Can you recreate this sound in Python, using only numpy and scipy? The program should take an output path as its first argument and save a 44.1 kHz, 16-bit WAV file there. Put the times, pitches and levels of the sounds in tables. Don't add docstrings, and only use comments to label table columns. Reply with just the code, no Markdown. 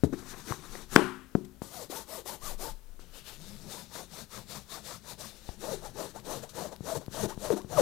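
import sys
import numpy as np
from scipy import signal
from scipy.fft import rfft, irfft, next_fast_len
from scipy.io import wavfile
from scipy.ndimage import uniform_filter1d, map_coordinates

SR = 44100
rng = np.random.default_rng(int(sys.argv[2]) if len(sys.argv) > 2 else 0)


def invert_db(level):
    return 10 ** (np.asarray(level, dtype=float) / 20)


def bounce(signal):
    frames = np.transpose(np.atleast_2d(signal))
    limited = np.clip(frames, -1, 1)
    pcm = np.round(limited * 32767).astype(np.int16)
    wavfile.write(sys.argv[1], SR, pcm)


N = 344421
TIME = np.arange(N) / SR

# pitch_hz, level_db_per_hz
ROOM_TONE = [(29, -31.5), (50, -15.5), (70, -15.5), (81, -26), (159, -36.5), (213, -30.5), (313, -31.5),
             (418, -32.5), (1070, -44), (1500, -40.5), (1960, -45), (14200, -48), (16000, -50)]
# pitch_hz, level_db_per_hz
HAND_RUMBLE = [(8, -37.5), (18, 9.5), (27, 2.5), (45, -18.5), (90, -57)]
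# peak_s, rise_s, fall_s, level_db
JOLTS = [
    (.08, 0.045, 0.35, -50.5),
    (.73, 0.09, 0.25, -52),
    (.94, 0.071, 0.061, -47),
    (1.39, 0.053, .04, -49.5),
    (2.501, 0.11, .17, -35.5),
    (2.74, 0.099, 0.64, -45),
    (5.75, 0.39, 0.28, -53.5),
    (6.3, 0.14, .15, -57.5),
    (7.16, 0.11, 0.41, -43.5),
    (7.81, 0.13, 0.12, -51),
]

# pitch_hz, level_db_per_hz
FOREFINGER_FIBRES = [(710, -8), (1200, 2), (1320, -10.5), (1440, -1.5), (1640, -11.5), (1790, -4.5),
                     (2480, -8.5), (3950, -2.5), (4410, -3.5), (7020, -3), (12500, -6), (14800, -5),
                     (16000, -35)]
# pitch_hz, level_db_per_hz
THUMB_FIBRES = [(710, -49), (1200, -6), (1800, -9), (2500, -9), (3250, -9), (3550, -2), (4700, -4.5),
                (5800, -5), (9600, -8.5), (14500, -13), (16000, -22.5)]
# pitch_hz, level_db_per_hz
EDGE_FIBRES = [(710, -34), (1200, -3.5), (1800, -4.5), (2100, -11.5), (3300, -7.5), (3750, -3),
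               (5200, -7.5), (5800, -3), (8500, -7.5), (12000, -10), (14500, -13.5), (16000, -24)]
# pitch_hz, level_db_per_hz
BRUSH_FIBRES = [(710, -33), (1200, -2.5), (2200, -8.5), (2700, -2), (4500, -4.5), (9000, -8), (14500, -9.5),
                (16000, -22)]
# pitch_hz, level_db_per_hz
POCKET_RUSTLE = [(120, -31), (200, -6), (369, -2), (633, -16.5), (674, -11), (1020, -8.5), (2500, -18.5),
                 (3250, -57), (5500, -120)]
# pitch_hz, level_db_per_hz
SHELL_RUSTLE = [(120, -30.5), (200, -9.5), (290, -4.5), (502, 0), (681, -3), (757, -9.5), (878, -3.5),
                (1230, -17.5), (2500, -31.5), (3250, -34.5), (5500, -120)]
# pitch_hz, level_db_per_hz
LOW_DRAG = [(40, -33.5), (90, -1.5), (140, 2), (210, 2), (320, -25.5), (600, -42.5)]
# level_db under nail, thumb pad, fingertip
SWISH_DB = (-7.5, -5, -7)
# start_s, end_s
PAD_S = (3.37, 5.5)

# fastest_s, rise_s, fall_s, hiss_db, and threads_hz where the weave is crossed
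POCKET = [
    (.038, 0.002, 0.029, -47.5),
    (.135, .012, 0.039, -50),
    (.19, 0.054, 0.12, -57.5),
    (.36, 0.25, 0.14, -51),
    (.515, 0.079, 0.068, -44),
    (.656, 0.12, 0.12, -53),
    (.772, 0.085, 0.087, -47.5),
    (.945, 0.047, 0.028, -44.5),
    (.96, 0.0069, 0.0078, -31.5),
]
SHIFT = [(1.353, .002, 0.065, -58.5), (1.451, .005, 0.01, -56), (1.625, 0.0086, .1, -49.5),
         (3.0, 0.0058, 0.14, -58.5), (3.186, 0.072, 0.054, -53.5), (3.3, 0.064, 0.096, -49.5),
         (5.3, 0.043, 0.21, -55.5), (5.47, 0.05, 0.16, -54), (6.494, 0.0035, 0.037, -52),
         (6.554, 0.0059, 0.036, -56), (7.03, 0.016, 0.077, -73)]
QUICK_OUT = [
    (2.155, 0.096, 0.08, -46.5, 647.8),
]
BRAKING = [
    (1.795, 0.1, .09, -47.5, 690),
    (2.495, .095, 0.072, -45.5, 1150),
]
QUICK_BACK = [
    (2.3, 0.055, .1, -45, 1000),
]
SWEEP_OFF = [
    (1.95, 0.06, .115, -44.5, 930),
    (2.655, 0.079, .09, -44, 920),
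]
SLIDE = [
    (3.47, .12, .15, -55, 190),
    (3.66, .1, 0.096, -55.5, 183.9),
]
THUMB_OUT = [
    (3.99, 0.13, .1, -47, 993.3),
    (4.36, 0.082, 0.11, -46.5, 1101),
    (4.746, .1, .11, -47, 1095),
    (5.108, 0.098, .07, -47.5, 1053),
]
THUMB_BACK = [
    (3.76, .13, 0.12, -47.5, 949),
    (4.185, .11, 0.079, -47.5, 1003),
    (4.54, .08, .105, -46.5, 991),
    (4.9, .085, .1, -45.5, 1149),
    (5.215, .05, 0.094, -46, 996),
]
SCRATCH = [
    (5.7, .11, 0.1, -46.5, 640.7),
    (5.855, .05, 0.067, -51, 875.7),
    (6.03, .095, .09, -47, 618.3),
]
RETURN = [(6.162, 0.024, .04, -50, 790), (6.44, 0.02236, .032, -50, 700), (6.727, .02, .035, -53, 740),
          (7.015, 0.01995, .03, -54.5, 600), (7.3, 0.024, .04, -46.5, 790), (7.578, 0.025, .045, -49, 780)]
DIG = [
    (6.957, .013, 0.0362, -46.5, 361.6),
    (7.244, .022, .026, -43, 379.7),
]
SKIM = [
    (6.335, .09, .075, -45.5, 661.4),
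    (6.626, .085, .075, -46, 689.7),
]
NAIL = [
    (6.905, 0.068, 0.063, -45.5, 690),
    (7.19, .065, .045, -45, 660),
    (7.46, .065, 0.0448, -46, 640),
    (7.745, 0.049, 0.0412, -46, 740),
]
JAM = [
    (5.727, 0.0159, .03, -53.5, 486.5),
    (7.512, .012, 0.034, -45, 398.4),
    (7.79, 0.019, 0.03, -38.5, 544.4),
]

GESTURES = [
    (POCKET, dict(ends_db=14.0, rise=1.4, fall=1.17, shell_db=1.5, drag_db=-7.0, hum=0, first=1, last=1)),
    (SHIFT, dict(ends_db=12.0, rise=2.05, fall=1.46, shell_db=-6, drag_db=-12.0, hum=0, first=1, last=1)),
    (SLIDE, dict(ends_db=13.5, rise=3.97, fall=5.7, shell_db=-0.5, drag_db=0, hum=0.76, first=.65, last=1.2)),
    (QUICK_OUT, dict(ends_db=22.5, rise=4.55, fall=3.67, shell_db=-0.6, drag_db=-14,
                     hum=.62, first=.5, last=.34, late=.9)),
    (BRAKING, dict(ends_db=23.0, rise=4.6, fall=3.6, shell_db=-0.8, drag_db=-11,
                   hum=.62, first=.6, last=.12, late=.72)),
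    (QUICK_BACK, dict(ends_db=24.0, rise=5.9, fall=2.5, shell_db=-0.5, drag_db=-16,
                      hum=.62, first=.3, last=.45, late=.8)),
    (SWEEP_OFF, dict(ends_db=24.5, rise=5.1, fall=2.824, shell_db=-0.5, drag_db=-17,
                     hum=.62, first=.3, last=.88, late=.75)),
    (THUMB_OUT, dict(ends_db=29.5, rise=2.5, fall=2.4, shell_db=-2.5, drag_db=-9.5,
                     hum=0.4514, first=.6, last=0.22, late=.75)),
    (THUMB_BACK, dict(ends_db=20.0, rise=2.16, fall=2.628, shell_db=-4, drag_db=-8.5,
                      hum=0.442, first=0.27, last=.5, late=1.4)),
    (SCRATCH, dict(edge=1.667, ends_db=13.5, rise=2.6, fall=1.486, grows=1.83, shell_db=7.5, drag_db=-3.5,
                   hum=0.449, first=.45, last=0.36)),
    (SKIM, dict(edge=1.663, ends_db=13.5, rise=2.647, fall=1.8, grows=1.17, shell_db=5, drag_db=-4,
                hum=0.31, first=.45, last=.42)),
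    (NAIL, dict(edge=1.065, ends_db=9.5, rise=2.2, fall=6.23, grows=1.837, shell_db=7.0, drag_db=-5.5,
                hum=0.58, first=0.55, last=0.75)),
    (RETURN, dict(ends_db=12.0, rise=1.5, fall=0.93, shell_db=7.5, drag_db=-11, hum=0.52, first=.4, last=1.55)),
    (DIG, dict(ends_db=13.0, rise=2.6, fall=2.8, shell_db=12.5, drag_db=7.5, hum=0.78, first=1.45, last=0.65)),
    (JAM, dict(ends_db=7.5, rise=2.3, fall=2.8, shell_db=17.0, drag_db=0.5, hum=0.77, first=1.2, last=0.63)),
]

# start_s, peak_db, rebound_hz, dent_ms, rebound_cycles
TAPS = [(0.0355, -7.5, 147, 1.9, 0.58), (0.0427, -8.5, 165, 2.3, 0.48), (.0462, -27, 400, 1.2, 2.5),
        (0.1272, -22.5, 235, 3, 1.5), (0.1362, -25, 300, 3, 2.6), (1.3517, -8.5, 165, 1.9, 0.66),
        (1.3552, -25, 480, 1, .8), (1.3573, -19, 250, 2.2, .5), (0.5077, -28, 100, 1.2, 1.1),
        (.05, -27, 140, 3, 2.5), (.044, -27, 75, 3, 1.6), (.7534, -31, 330, .8, .8),
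        (0.9615, 1.5, 235, 0.58, 0.72), (1.6189, -25.5, 150, 0.51, 0.49), (1.8988, -34, 300, 1.6, 2.2),
        (2.26, -40, 450, 0.66, 1.2), (2.596, -37.5, 453, .6, 1.6), (2.994, -47, 350, .5, 1.5),
        (5.49, -30.5, 48.9, .4, .6), (.9565, -26, 230, 2.5, .8), (6.8069, -30.5, 110, 1.2, 0.72),
        (7.0814, -29.5, 111, 0.81, 0.66), (7.376, -29.5, 111.5, 0.81, 0.56),
        (7.5035, -19.5, 440, 0.65, 3.5), (7.535, -31, 200, 1.5, 4), (7.5696, -30, 326, 0.76, 1.2),
        (7.6465, -33, 110, 0.72, 0.7), (7.7795, -26, 600, 0.47, 3.9)]
# start_s, level_db, pitch_hz, decay_cycles, crack_db (over the snap)
SNAPS = [(0.0356, -24, 1430, 1.5, -22.5), (1.3517, -22, 1400, 1.8, -18), (1.6192, -40, 1000, 2, -20),
         (0.5229, -19.5, 1100, 2.8, -19), (0.7535, -31, 1900, 2.5, -4), (.1275, -40, 1500, 2, -14),
         (2.9935, -47, 1200, 2, -10), (6.551, -43, 1100, 2, -10), (.9618, 12.5, 1560, 1.9, -22),
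         (2.26, -41, 900, 2, -12), (5.4911, -31, 705, 2.4, -26)]
# pitch_hz, level_db
WALL_ANSWER = [(60, 7.5), (130, 3.5), (300, 12), (560, 4.5), (1000, 4.5), (1700, -6.5), (3000, 3.5),
               (6000, -0.5), (12000, 1)]
# pitch_hz, t60_s
WALL_DECAY = [(60, 0.72), (200, 0.18), (420, 0.099), (1100, 0.51), (3000, 0.58), (8000, 0.51)]
# pitch_hz, level_db, t60_s
ROOM_MODES = [(132, -7, 0.7), (202.8, -2, 0.5), (260, -6, 0.7), (298.6, 3, .2), (334.4, -1.5, 0.25),
              (400.6, 1.5, 0.28), (365.8, 5, 0.41), (438, 8, 0.14)]
# start_s, level_db
TICKS = [
    (0.1273, -51),
    (1.62, -51),
    (2.9933, -55),
    (3.254, -47),
    (6.2, -35.5),
    (6.494, -46),
    (6.763, -33),
    (7.063, -33.5),
    (7.345, -39),
    (7.618, -35.5),
]
# start_s, level_db, pitch_hz, decay_cycles
FLAP = [
    (.9619, -7.5, 4050, 2.1),
    (.9619, -3, 6000, 3.2),
    (.9619, -8, 13000, 3),
]


def unit(x):
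    return x / np.sqrt(np.mean(x ** 2) + 1e-20)


def along(points, hz):
    f, v = np.transpose(points)
    return np.interp(np.log(hz + 1), np.log(f + 1), v)


def wobble(rate):
    knots = rng.standard_normal(int(N * rate / SR) + 4)
    return unit(map_coordinates(knots, [TIME * rate]))


def coloured(x, spectrum):
    m = next_fast_len(N + 8192)
    gain = invert_db(along(spectrum, np.fft.rfftfreq(m, 1 / SR)))
    return unit(irfft(rfft(x, m) * gain, m)[:N])


def arch(s, rise_s, fall_s, ends_db, rise, fall):
    on = slice(max(round((s - 3 * rise_s) * SR), 0), round((s + 3 * fall_s) * SR))
    u = TIME[on] - s
    return on, -ends_db * np.where(u < 0, np.abs(u / rise_s) ** rise, np.abs(u / fall_s) ** fall)


def background():
    grip = np.full(N, invert_db(-65.5))
    for s, rise_s, fall_s, db in JOLTS:
        on, swing_db = arch(s, rise_s, fall_s, ends_db=18.0, rise=1.4, fall=0.89)
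        grip[on] += invert_db(db + swing_db)
    shake = grip * coloured(invert_db(2.2 * wobble(7.1)) * rng.standard_normal(N), HAND_RUMBLE)
    air = coloured(invert_db(.8 * wobble(14)) * rng.standard_normal(N), ROOM_TONE)
    return shake + invert_db(-61.5) * air


def strokes():
    shell_grows, drag_grows = 1.54, 0.55
    drag_late, resting_drag_db = 0.46, -75.5
    roundness = 1.15
    hiss, bright, shell, press, share = np.zeros((5, N))
    rate, cross = np.full(N, 400.), np.full(N, 700.)
    for rows, g in GESTURES:
        ends_db, rise, fall = g["ends_db"], g["rise"], g["fall"]
        first, last, edge = g["first"], g["last"], g.get("edge", 1)
        for s, rise_s, fall_s, db, *threads_hz in rows:
            on, speed_db = arch(s, rise_s, fall_s, ends_db, rise, fall)
            _, grip_db = arch(s, rise_s, fall_s, ends_db, edge * rise, edge * fall)
            bright[on] += invert_db(2 * (db + speed_db))
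            hiss[on] += invert_db(2 * (db + grip_db))
            shell[on] += invert_db(2 * (db + g["shell_db"] + g.get("grows", shell_grows) * speed_db))
            late = drag_late * fall_s
            on, press_db = arch(s + late, rise_s + late, fall_s - late, ends_db, rise, fall)
            press[on] += invert_db(2 * (db + g["drag_db"] + drag_grows * press_db))
            for mid_hz in threads_hz:
                on = (TIME >= s - rise_s) & (TIME < s + fall_s)
                u = (TIME[on] - s + rise_s) / (rise_s + fall_s)
                ends = first + (last - first) * u
                bow = np.abs(np.sin(np.pi * np.abs(u) ** g.get("late", 1))) ** roundness
                rate[on] = mid_hz * (ends + (1 - (first + last) / 2) * bow)
                cross[on] = rate[on] * 1.75 ** np.sign(795 - mid_hz)
                share[on] = np.clip(g["hum"], 0, 1)
    share = np.clip(uniform_filter1d(share, size=200), 0, 1)
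    press = np.sqrt(press) + invert_db(resting_drag_db)
    return np.sqrt(hiss), np.sqrt(bright), np.sqrt(shell), press, rate, cross, share


def patchy(x, depth_db):
    z = signal.stft(x, nperseg=256)[2]
    field = uniform_filter1d(rng.standard_normal(z.shape), size=5, axis=0)
    field = uniform_filter1d(field, size=20, axis=1)
    return signal.istft(z * invert_db(depth_db * unit(field)), nperseg=256)[1][:N]


def rubbing():
    hiss, bright, shell, press, rate, cross, share = strokes()
    quick = (TIME > 1) & (TIME < 3)
    pad = (TIME > PAD_S[0]) & (TIME < PAD_S[1])
    brush = (TIME > 3) & (TIME < PAD_S[0])

    blur = np.where(pad & (rate > 260), 2.4, 1)
    jitter = .075 * blur * (1.1 - share) * wobble(160)
    phase = 2 * np.pi * np.cumsum(rate * (1 + jitter)) / SR
    weft = 2 * np.pi * np.cumsum(cross * (1 + 0.099 * wobble(160))) / SR
    warp_hum = invert_db(3.3 * wobble(90)) * np.sin(phase)
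    weft_hum = invert_db(np.where(quick, -8.5, -14) + 4.3 * wobble(67)) * np.sin(weft)
    hum = unit(warp_hum + weft_hum)

    drag = invert_db(2.3 * wobble(70)) * rng.standard_normal(N)
    rustle = np.where(TIME < 1, coloured(drag, POCKET_RUSTLE), coloured(drag, SHELL_RUSTLE))
    swish = (share > 0) * unit(uniform_filter1d(drag, size=60) * np.sin(1.5 * phase))
    rustle = rustle + invert_db(np.select([pad, quick], SWISH_DB[1:], SWISH_DB[0])) * swish

    snap_size = invert_db(2.4 * rng.exponential(size=N).clip(0, 4))
    snaps = (rng.random(N) < .02) * snap_size * rng.standard_normal(N)
    grip = invert_db(1.87 * wobble(35) + 0.12 * wobble(200))
    grip = grip * (1 + 0.37 * share * np.sin(phase))
    tearing = patchy(grip * (rng.standard_normal(N) + 0.16 * unit(snaps)), depth_db=1.2)
    skins = [coloured(tearing, c) for c in (FOREFINGER_FIBRES, THUMB_FIBRES, BRUSH_FIBRES)]
    fibres = np.select([quick, pad, brush], skins, coloured(tearing, EDGE_FIBRES))
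    dull = uniform_filter1d(fibres, size=4)
    fibres = dull + (fibres - dull) * np.clip(bright / invert_db(-51.0), .2, 1.5) ** 0.33

    low = press * coloured(invert_db(2.5 * wobble(30)) * rng.standard_normal(N), LOW_DRAG)
    return hiss * fibres + shell * (np.sqrt(share) * hum + np.sqrt(1 - share) * rustle) + low


def fingertip_taps():
    out, t = np.zeros(N + SR), np.arange(2000) / SR
    for s, db, rebound_hz, dent_ms, cycles in TAPS:
        u = t * 1000 / dent_ms
        phase = np.pi * (1 - np.exp(-u)) * .8 + 2 * np.pi * rebound_hz * t
        shape = (1 - np.exp(-(u / 0.4) ** 2)) * np.exp(-(t * rebound_hz / cycles) ** 2)
        out[round(s * SR):][:len(t)] -= invert_db(db) * np.sin(phase) * shape
    return out[:N]


def cloth_snaps():
    out, t = np.zeros(N + SR), np.arange(2000) / SR
    for s, db, hz, cycles, crack_db in SNAPS:
        crack = invert_db(crack_db - 60 * t / 0.00021) * np.sin(2 * np.pi * 4200 * t)
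        ring = invert_db(-14 * t * hz / cycles) * np.sin(2 * np.pi * hz * t)
        out[round(s * SR):][:len(t)] -= invert_db(db) * (ring + crack)
    return out[:N]


def snap_scatter():
    walls = np.zeros(N)
    for s, db, *_ in SNAPS:
        walls[round(s * SR)] = invert_db(db - 0.5)
    return uniform_filter1d(np.diff(walls, prepend=0), size=3)


def room(x):
    hz, t, z = signal.stft(rng.standard_normal(SR * 3 // 4), SR, nperseg=256)
    decay_db = along(WALL_ANSWER, hz)[:, None] - 60 * t / along(WALL_DECAY, hz)[:, None]
    tail = signal.istft(z * invert_db(decay_db), SR, nperseg=256)[1]
    t = np.arange(len(tail)) / SR
    modes = sum(invert_db(db - 60 * t / t60) * np.sin(2 * np.pi * f * t) for f, db, t60 in ROOM_MODES)
    tail = (tail + invert_db(-15.5) * modes) * (1 - np.exp(-t / 0.0048))
    return signal.fftconvolve(np.pad(x, (130, 0)), tail / np.linalg.norm(tail))[:N]


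def fibre_ticks():
    out, t = np.zeros(N + SR), np.arange(2000) / SR
    for s, db in TICKS:
        partials = np.sin(2 * np.pi * 4800 * t) + .6 * np.sin(2 * np.pi * 11500 * t)
        out[round(s * SR):][:len(t)] += invert_db(db - 60 * t / .001) * partials
    return out[:N]


def hem_flap():
    near, t = np.zeros(N), np.arange(400) / SR
    for s, db, hz, cycles in FLAP:
        near[round(s * SR):][:len(t)] -= invert_db(db - 14 * t * hz / cycles) * np.sin(2 * np.pi * hz * t)
    return near


def scene():
    air, rub = background(), rubbing()
    hits = fingertip_taps() + cloth_snaps() + fibre_ticks()
    echo = invert_db(-17.0) * room(hits + snap_scatter() + 1.07 * rub)
    mono = hits + rub + echo + hem_flap() + air
    return mono * invert_db([[5.1], [-14.4]])


def roll_off(x):
    return signal.sosfilt(signal.butter(12, 15840, fs=SR, output="sos"), x)


def record(dry):
    hiss_spectrum = [(50, 13.5), (500, -10.0), (4000, -18.5), (16000, -5.0)]  # Hz, dB per Hz
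    hiss = [invert_db(db) * coloured(rng.standard_normal(N), hiss_spectrum) for db in (-70, -69)]
    x = dry + hiss
    x = x / (1 + np.abs(x / .995) ** 12) ** (1 / 12)
    m = next_fast_len(N)
    band = np.where(np.fft.rfftfreq(m, 1 / SR) < 15850, 1, invert_db(-21.5))
    x = irfft(rfft(x, m) * band, m)[:, :N]
    return roll_off(x)


dry = scene()
out = record(dry)
bounce(out)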